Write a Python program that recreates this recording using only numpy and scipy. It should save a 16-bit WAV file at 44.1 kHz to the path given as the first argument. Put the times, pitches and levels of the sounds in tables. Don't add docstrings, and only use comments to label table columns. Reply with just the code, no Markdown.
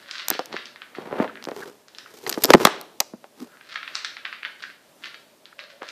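import sys
import numpy as np
from scipy import signal
from scipy.fft import rfft, irfft
from scipy.io import wavfile
from scipy.ndimage import uniform_filter1d

SR = 44100
rng = np.random.default_rng(int(sys.argv[2]) if len(sys.argv) > 2 else 0)


def file_out(sig):
    cols = np.atleast_2d(sig).T
    lim = np.clip(cols, -1, 1)
    pcm = np.round(lim * 32767).astype(np.int16)
    wavfile.write(sys.argv[1], SR, pcm)


N = 260631
TIME = np.arange(N) / SR
BINS = np.fft.rfftfreq(2048, 1 / SR)


def amp(db):
    return 10 ** (np.asarray(db) / 20)


def unit(x):
    return x / np.sqrt(np.mean(x ** 2) + 1e-20)


def read(points, hz):
    point_hz, value = np.transpose(points)
    return np.interp(np.log(hz + 1), np.log(point_hz + 1), value)


def add(mix, start_s, sound):
    part = mix[max(round(start_s * SR), 0):][:len(sound)]
    part += sound[:len(part)]


def colour(x, gain_db):
    cepstrum = irfft(np.log(amp(np.maximum(gain_db, -100))))
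    half = len(cepstrum) // 2
    cepstrum[1:half] *= 2
    cepstrum[half + 1:] = 0
    impulse_response = irfft(np.exp(rfft(cepstrum)))
    return signal.oaconvolve(x, impulse_response)[:len(x)]


def roll_off(corner_hz, order):
    return -10 * np.log10(1 + (BINS / corner_hz) ** (2 * order))


def thud(hz, damping, crack_hz):
    ratio = (BINS + 1) / hz
    resonance_db = -10 * np.log10(1 + ((ratio - 1 / ratio) / damping) ** 2)
    return resonance_db + roll_off(crack_hz, order=1)


def disperse(x, lag_s, corner_hz=260):
    hz = np.fft.rfftfreq(len(x), 1 / SR)
    phase = -2 * np.pi * lag_s * corner_hz * np.log1p(hz / corner_hz)
    return irfft(rfft(x) * np.exp(1j * phase), len(x))


def blow(level_db, spectrum_db, rattle=0, decay_s=1, lag_s=0):
    t = TIME[:len(BINS) * 2]
    slips = rng.standard_normal(len(t)) * np.sqrt(t) * np.exp(-t / decay_s)
    force = (t == 0) + rattle * slips / np.linalg.norm(slips)
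    sound = disperse(colour(force, spectrum_db), lag_s)
    loudest_power = uniform_filter1d(sound ** 2, size=44, mode="constant").max()
    return amp(level_db) * sound / np.sqrt(loudest_power)


def grains(per_s, spread_db, size=N):
    strength = amp(spread_db * np.minimum(rng.exponential(1, size), 3.5))
    present = rng.random(size) < per_s / SR
    return strength * rng.choice([-1, 1], size) * present


def lumps(length_s, depth_db):
    size = round(length_s * SR)
    smooth = uniform_filter1d(uniform_filter1d(rng.standard_normal(N), size), size)
    return unit(amp(depth_db * unit(smooth)))


def stroke(peak_s, rise_s, fall_s):
    return np.exp(-np.maximum((peak_s - TIME) / rise_s, (TIME - peak_s) / fall_s).clip(0, 50))


# (frequency [Hz], t60 [s])
ROOM_DECAY = [(200, 1), (600, 0.57), (1600, 0.42), (4500, 0.5), (8000, 0.32), (14000, 0.12)]


def room(x):
    hz, t, bands = signal.stft(rng.standard_normal(SR), SR, nperseg=256)
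    bands = bands * amp(-60 * t / read(ROOM_DECAY, hz)[:, None])
    fade_in = np.clip((TIME[:SR] - .002) / 0.0012, 0, 1)
    tail = signal.istft(bands, SR)[1][:SR] * fade_in
    tail /= np.sqrt(np.mean(abs(rfft(tail)[1000:4000]) ** 2))
    return signal.fftconvolve(x, tail)[:N]


def shifting_room(x, turns_per_s=2.9, count=3):
    shares = [np.maximum(np.cos(2 * np.pi * (turns_per_s * TIME - k / count)), 0) for k in range(count)]
    total = np.linalg.norm(shares, axis=0)
    return sum(room(x * share / total) for share in shares)


# (frequency [Hz], relative gain [dB])
NOISE_SPECTRUM = [(110, 1), (280, 3), (900, -2), (1450, -8), (4000, -10), (6500, -12.5), (14500, -16.5)]
# (time [s], level [dB])
TONE_LEVEL = [(5.56, -66), (5.59, -50.5), (5.91, -53)]
NOISE_DB, TONE_HZ = -56.5, 592


def background(width_hz=48):
    drift, flutter = lumps(length_s=.08, depth_db=1), lumps(length_s=.02, depth_db=3)
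    noise = drift * unit(colour(rng.standard_normal(N), read(NOISE_SPECTRUM, BINS)))
    hz = np.fft.rfftfreq(N, 1 / SR)
    resonance = 1 / (1 + ((hz - TONE_HZ) / width_hz) ** 2)
    tone = flutter * irfft(rfft(rng.standard_normal(N)) * resonance, N)
    tone_db = np.interp(TIME, *np.transpose(TONE_LEVEL))
    return amp(NOISE_DB) * noise + amp(tone_db) * unit(tone)


# (frequency [Hz], relative gain [dB])
MAT_SPECTRUM = [(60, -2), (300, 8), (600, 7), (1200, 1), (3600, -15.5), (8000, -35.5)]
# (time of top speed [s], level [dB], speed-up [s])
MAT_SHOVES = [(0.539, -34.5, 0.029), (0.985, -43, 0.0074), (1.039, -40.5, 0.03), (1.229, -24.5, 0.075)]
MAT_STOP_S = 0.023


def dragging(drag_db=0, room_db=-13):
    catches = grains(per_s=1800, spread_db=2.5) * lumps(length_s=.004, depth_db=3)
    strands = disperse(colour(catches, read(MAT_SPECTRUM, BINS)), lag_s=0.00388)
    speed = sum(amp(db) * stroke(s, rise_s, MAT_STOP_S) for s, db, rise_s in MAT_SHOVES)
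    dry = amp(drag_db) * speed * unit(strands)
    return dry + amp(room_db) * room(dry)


# (frequency [Hz], relative gain [dB])
RUMBLE_SPECTRUM = [(60, -12.5), (200, -9), (310, -8.5), (410, 2.5), (580, -14), (900, -12), (2300, -23),
                   (5000, -29), (9000, -37.5)]
# (frequency [Hz], relative gain [dB])
HISS_SPECTRUM = [(500, -3), (5000, 14), (10500, 3), (13500, 8.5), (15000, 0.5)]
# (time of top speed [s], speed-up [s], slow-down [s], rumble level [dB], hiss level [dB])
FINGER_SLIDES = [(1.603, 0.054, 0.061, -33, -48.5), (2.17, 0.065, 0.28, -49, -52.5),
                 (2.278, 0.016, 0.039, -29, -38), (2.425, 0.03, 0.025, -35, -40),
                 (2.506, 0.012, 0.019, -15, -41.5), (2.607, 0.022, 0.036, -21, -38.5),
                 (3.425, 0.03, 0.033, -40, -50)]


def rubbing(body_db=0, hiss_db=0):
    jerks = lumps(length_s=.004, depth_db=4.5)
    slips, grit = grains(per_s=2500, spread_db=3), grains(per_s=6000, spread_db=4.5)
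    body = amp(body_db) * unit(colour(jerks * slips, read(RUMBLE_SPECTRUM, BINS)))
    hiss = amp(hiss_db) * unit(colour(jerks * grit, read(HISS_SPECTRUM, BINS)))
    return sum(stroke(s, rise_s, fall_s) * (amp(rumble_db) * body + amp(slide_hiss_db) * hiss)
               for s, rise_s, fall_s, rumble_db, slide_hiss_db in FINGER_SLIDES)


# (time [s], relative level [dB], pitch [Hz])
HAND_KNOCKS = [(0.3032, -29.5, 604), (0.3136, -25.5, 337), (0.3495, -32, 393), (0.3924, -18, 580),
               (0.5415, -26, 353), (0.9835, -26, 302), (1.111, -30.5, 470), (1.1264, -20.5, 385),
               (1.2001, -11, 305), (1.2438, -23, 600), (1.4714, -25, 320), (1.486, -24.5, 494),
               (1.5156, -25.5, 428), (2.3751, -17.5, 308), (2.448, -14.5, 370), (2.608, -20.5, 401),
               (3.0048, -19.5, 760), (3.1356, -29, 215), (3.242, -36.5, 710), (5.8189, -31, 493),
               (5.831, -31.5, 1060)]


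def knocks(knock_db=2, room_db=-21, crack_ratio=5, skin_ratio=7):
    dry = np.zeros(N)
    for s, db, hz in HAND_KNOCKS:
        shape_db = thud(hz, damping=0.59, crack_hz=crack_ratio * hz) + roll_off(skin_ratio * hz, order=3)
        add(dry, s, blow(db + knock_db, shape_db, rattle=0.54, decay_s=0.007, lag_s=.004))
    return dry + amp(room_db) * room(dry)


# (frequency [Hz], relative gain [dB])
CASE_SPECTRUM = [(150, -10), (800, 7), (1700, 2), (3000, -3.5), (5200, 1.5), (7500, -7.5), (10000, -11),
                 (13300, 3.5), (15000, 3.5)]
# (time [s], relative level [dB], brightness [Hz], slip length [s])
CASE_SLIPS = [(0.2841, -13.5, 8500, 0.00075), (0.303, -7, 9300, 0.00041), (0.311, -22.5, 1980, 0.0017),
              (0.3925, -28.5, 4200, 0.00099), (0.4583, -32.5, 6300, 0.00026), (1.426, -33.5, 2880, .0004),
              (1.441, -30.5, 3900, 0.00027), (1.4524, -28.5, 3420, 0.00014), (1.488, -38, 4500, .0004),
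              (1.512, -39.5, 4500, 0.00044), (2.265, -24, 2113, 0.0017), (2.2945, -15, 8420, 0.00052),
              (2.2986, -15, 9120, .0005), (2.3265, -20.5, 4150, 0.0013), (2.341, -29.5, 3940, 0.0036),
              (2.4374, -5, 8960, 0.00026), (2.4402, -1.5, 8600, 0.00036), (2.446, -8.5, 5000, 0.00021),
              (2.455, -13, 7540, .0002), (2.5045, -6.5, 4483, .0009), (2.6505, -10, 9100, 0.00055),
              (2.67, -21, 4096, .0015), (2.813, -29, 8460, 0.00045), (3.0032, -8.5, 6500, .0007),
              (3.006, -12.5, 6700, 0.00033)]
CASE_DAMPING = .8
CLEAN_SLIP_S = 0.00055


def case_ticks(tick_db=1.5, room_db=-24, broad_db=-19):
    dry = np.zeros(N)
    for s, db, hz, slip_s in CASE_SLIPS:
        ring = amp(thud(hz, CASE_DAMPING, crack_hz=2 * hz))
        ring_db = 20 * np.log10(ring + amp(broad_db))
        shape_db = read(CASE_SPECTRUM, BINS) + ring_db + roll_off(2 * hz, order=2)
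        grit = np.sqrt(slip_s / CLEAN_SLIP_S)
        add(dry, s, blow(db + tick_db, shape_db, rattle=grit, decay_s=slip_s))
    return dry + amp(room_db) * room(dry)


# (time [s], level [dB], pitch [Hz], rattle relative to impact [ratio], room send re level [dB])
CAMERA_BUMPS = [(2.5038, 1, 600, 0.62, -32), (2.5354, -4.5, 2100, 2.1, -39.5),
                (2.5378, 2.5, 1040, 1.3, -33.5), (2.5431, 1, 250, .05, -34.5), (2.549, 2, 380, 0.3, -31.5),
                (2.5558, -11.5, 334, 0.078, -38), (2.652, 2, 2200, 0.96, -13.5),
                (2.6525, 4, 750, 0.67, -16), (2.6703, -9, 830, 2.9, -17.5)]
HUM_T60_S = .42


def bumps(crack_ratio=2.1, lowest_hz=160, hum_hz=392, hum_db=-45):
    dry, sent = np.zeros(N), np.zeros(N)
    low_cut_db = -10 * np.log10(1 + (lowest_hz / (BINS + 1)) ** 4)
    for s, db, hz, rattle, room_db in CAMERA_BUMPS:
        shape_db = thud(hz, damping=0.89, crack_hz=crack_ratio * hz) + low_cut_db
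        add(dry, s, blow(db, shape_db, rattle=rattle, decay_s=0.0012, lag_s=.004))
        add(sent, s, blow(db + room_db, shape_db))
    t = TIME[:SR]
    hum = amp(hum_db - 60 * t / HUM_T60_S) * np.sin(2 * np.pi * hum_hz * t)
    return dry + room(sent) + signal.fftconvolve(sent, hum)[:N]


# (time of height [s], level [dB], pitch [Hz], swell [s])
WALL_RUBS = [(1.298, -38, 1400, .005), (1.628, -31, 1500, 0.0049), (3.423, -32, 260, 0.015),
             (3.54, -52.5, 1420, 0.041), (5.529, -38.5, 1580, .002)]


def bowl_rubs(damping=0.16):
    out = np.zeros(N)
    for s, db, hz, swell_s in WALL_RUBS:
        shape_db = 2 * thud(hz, 2 * damping, 2 * hz)
        squeak = unit(colour(rng.standard_normal(N), shape_db))
        out += amp(db) * stroke(s, swell_s, swell_s) * squeak
    return out


# (frequency [Hz], relative gain [dB])
KIBBLE_SPECTRUM = [(250, -40), (900, -16.5), (1300, -3), (1650, -0.5), (2300, -5.5), (3200, -4.5),
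                   (4500, -2.5), (6200, -8), (14000, -23)]
# (time [s], level [dB], ring [Hz])
KIBBLE_SNAPS = [(0.1119, -23, 4900), (0.1825, -27, 4130), (0.1967, -25.5, 2770), (0.566, -19, 2470),
                (0.6568, -30, 4270), (0.76, -33.5, 1910), (0.8192, -28, 2030), (0.951, -30.5, 1980),
                (1.278, -30, 1850), (1.356, -33, 1580), (1.373, -33, 1530), (1.8833, -40, 4050),
                (1.949, -35.5, 3800), (1.9851, -29, 4470), (2.061, -34, 1360), (3.6111, -38.5, 1870),
                (3.7583, -19, 2060), (3.83, -26, 2150), (3.878, -24.5, 2280), (3.954, -16, 4950),
                (4.0477, -19.5, 3990), (4.1686, -26, 2050), (4.253, -19.5, 2170), (4.3276, -23, 2130),
                (4.4317, -25, 2150), (4.45, -19.5, 2000), (4.6384, -27, 1820), (4.701, -36, 2110),
                (5.038, -29, 2500), (5.0424, -26, 2620), (5.1441, -31.5, 2740), (5.456, -35, 3050),
                (5.592, -27, 2550), (5.639, -37.5, 3000), (5.821, -27.5, 1290), (5.8892, -28, 4700)]
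# (time of height [s], relative level [dB], build-up [s])
JAW_STROKES = [(0.01, -52, 0.018), (0.148, -34.5, 0.0037), (0.22, -33.5, 0.091), (0.353, -30.5, 0.046),
               (0.532, -30, 0.0076), (0.955, -40.5, 0.0047), (3.748, -30.5, 0.039), (3.971, -33.5, 0.036),
               (4.059, -33, 0.021), (4.622, -34.5, 0.014), (5.059, -32.5, 0.017), (5.599, -40.5, 0.0023),
               (5.705, -40.5, 0.0046), (5.89, -39.5, 0.041)]
JAW_RELEASE_S = 0.018
# (delay [s], gain [ratio])
FIRST_ECHOES = [(0.0135, 0.1), (0.0181, 0.053)]


def eating(snap_db=0, grind_db=-5, splinter_db=-15, load_s=0.0037, splinter_s=0.014, loose_db=-16,
           room_db=-2.5, corner_ratio=1.483, ring_db=5, ring_octaves=0.38):
    snaps, sent, crackle = np.zeros((3, N))
    kibble_db = read(KIBBLE_SPECTRUM, BINS)
    strain = stroke(.01, load_s, splinter_s)[:4096]
    for s, db, hz in KIBBLE_SNAPS:
        peak_db = ring_db * np.exp(-(np.log2((BINS + 1) / hz) / ring_octaves) ** 2)
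        shape_db = kibble_db + roll_off(corner_ratio * hz, order=4)
        add(snaps, s, blow(db + snap_db, shape_db + peak_db, rattle=1.0, decay_s=0.00028))
        add(sent, s, blow(db + snap_db, shape_db))
        splinters = unit(colour(grains(per_s=450, spread_db=3.5, size=len(strain)), shape_db))
        add(crackle, s - strain.argmax() / SR, amp(db + splinter_db) * strain * splinters)

    jaw = sum(amp(db) * stroke(s, build_s, JAW_RELEASE_S) for s, db, build_s in JAW_STROKES)
    fractures = grains(per_s=480, spread_db=2.8)
    crumbs = unit(colour(fractures, kibble_db + roll_off(4320, order=3)))
    nudges = grains(per_s=45, spread_db=4)
    loose = unit(colour(nudges, kibble_db + roll_off(2600, order=3)))
    feeding = uniform_filter1d(jaw, size=SR // 2)
    crackle += amp(grind_db) * jaw * crumbs + amp(loose_db) * feeding * loose

    dry = snaps + crackle
    out = dry + amp(room_db) * shifting_room(sent + crackle)
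    for delay_s, gain in FIRST_ECHOES:
        add(out, delay_s, gain * dry)
    return out


def scene():
    handling = dragging() + rubbing() + knocks() + case_ticks() + bumps()
    mono = background() + handling + bowl_rubs() + eating()
    return np.array([mono, mono])


EDGE_HZ = 14800


def record(dry, low_cut_hz=175):
    thin = signal.sosfilt(signal.butter(2, low_cut_hz, "high", fs=SR, output="sos"), dry)
    clipped = np.clip(thin, -1, 1)
    band_limit = signal.firwin(255, EDGE_HZ, window=("kaiser", 8), fs=SR)
    return signal.oaconvolve(clipped, band_limit[None], "same")


dry = scene()
out = record(dry)
file_out(out)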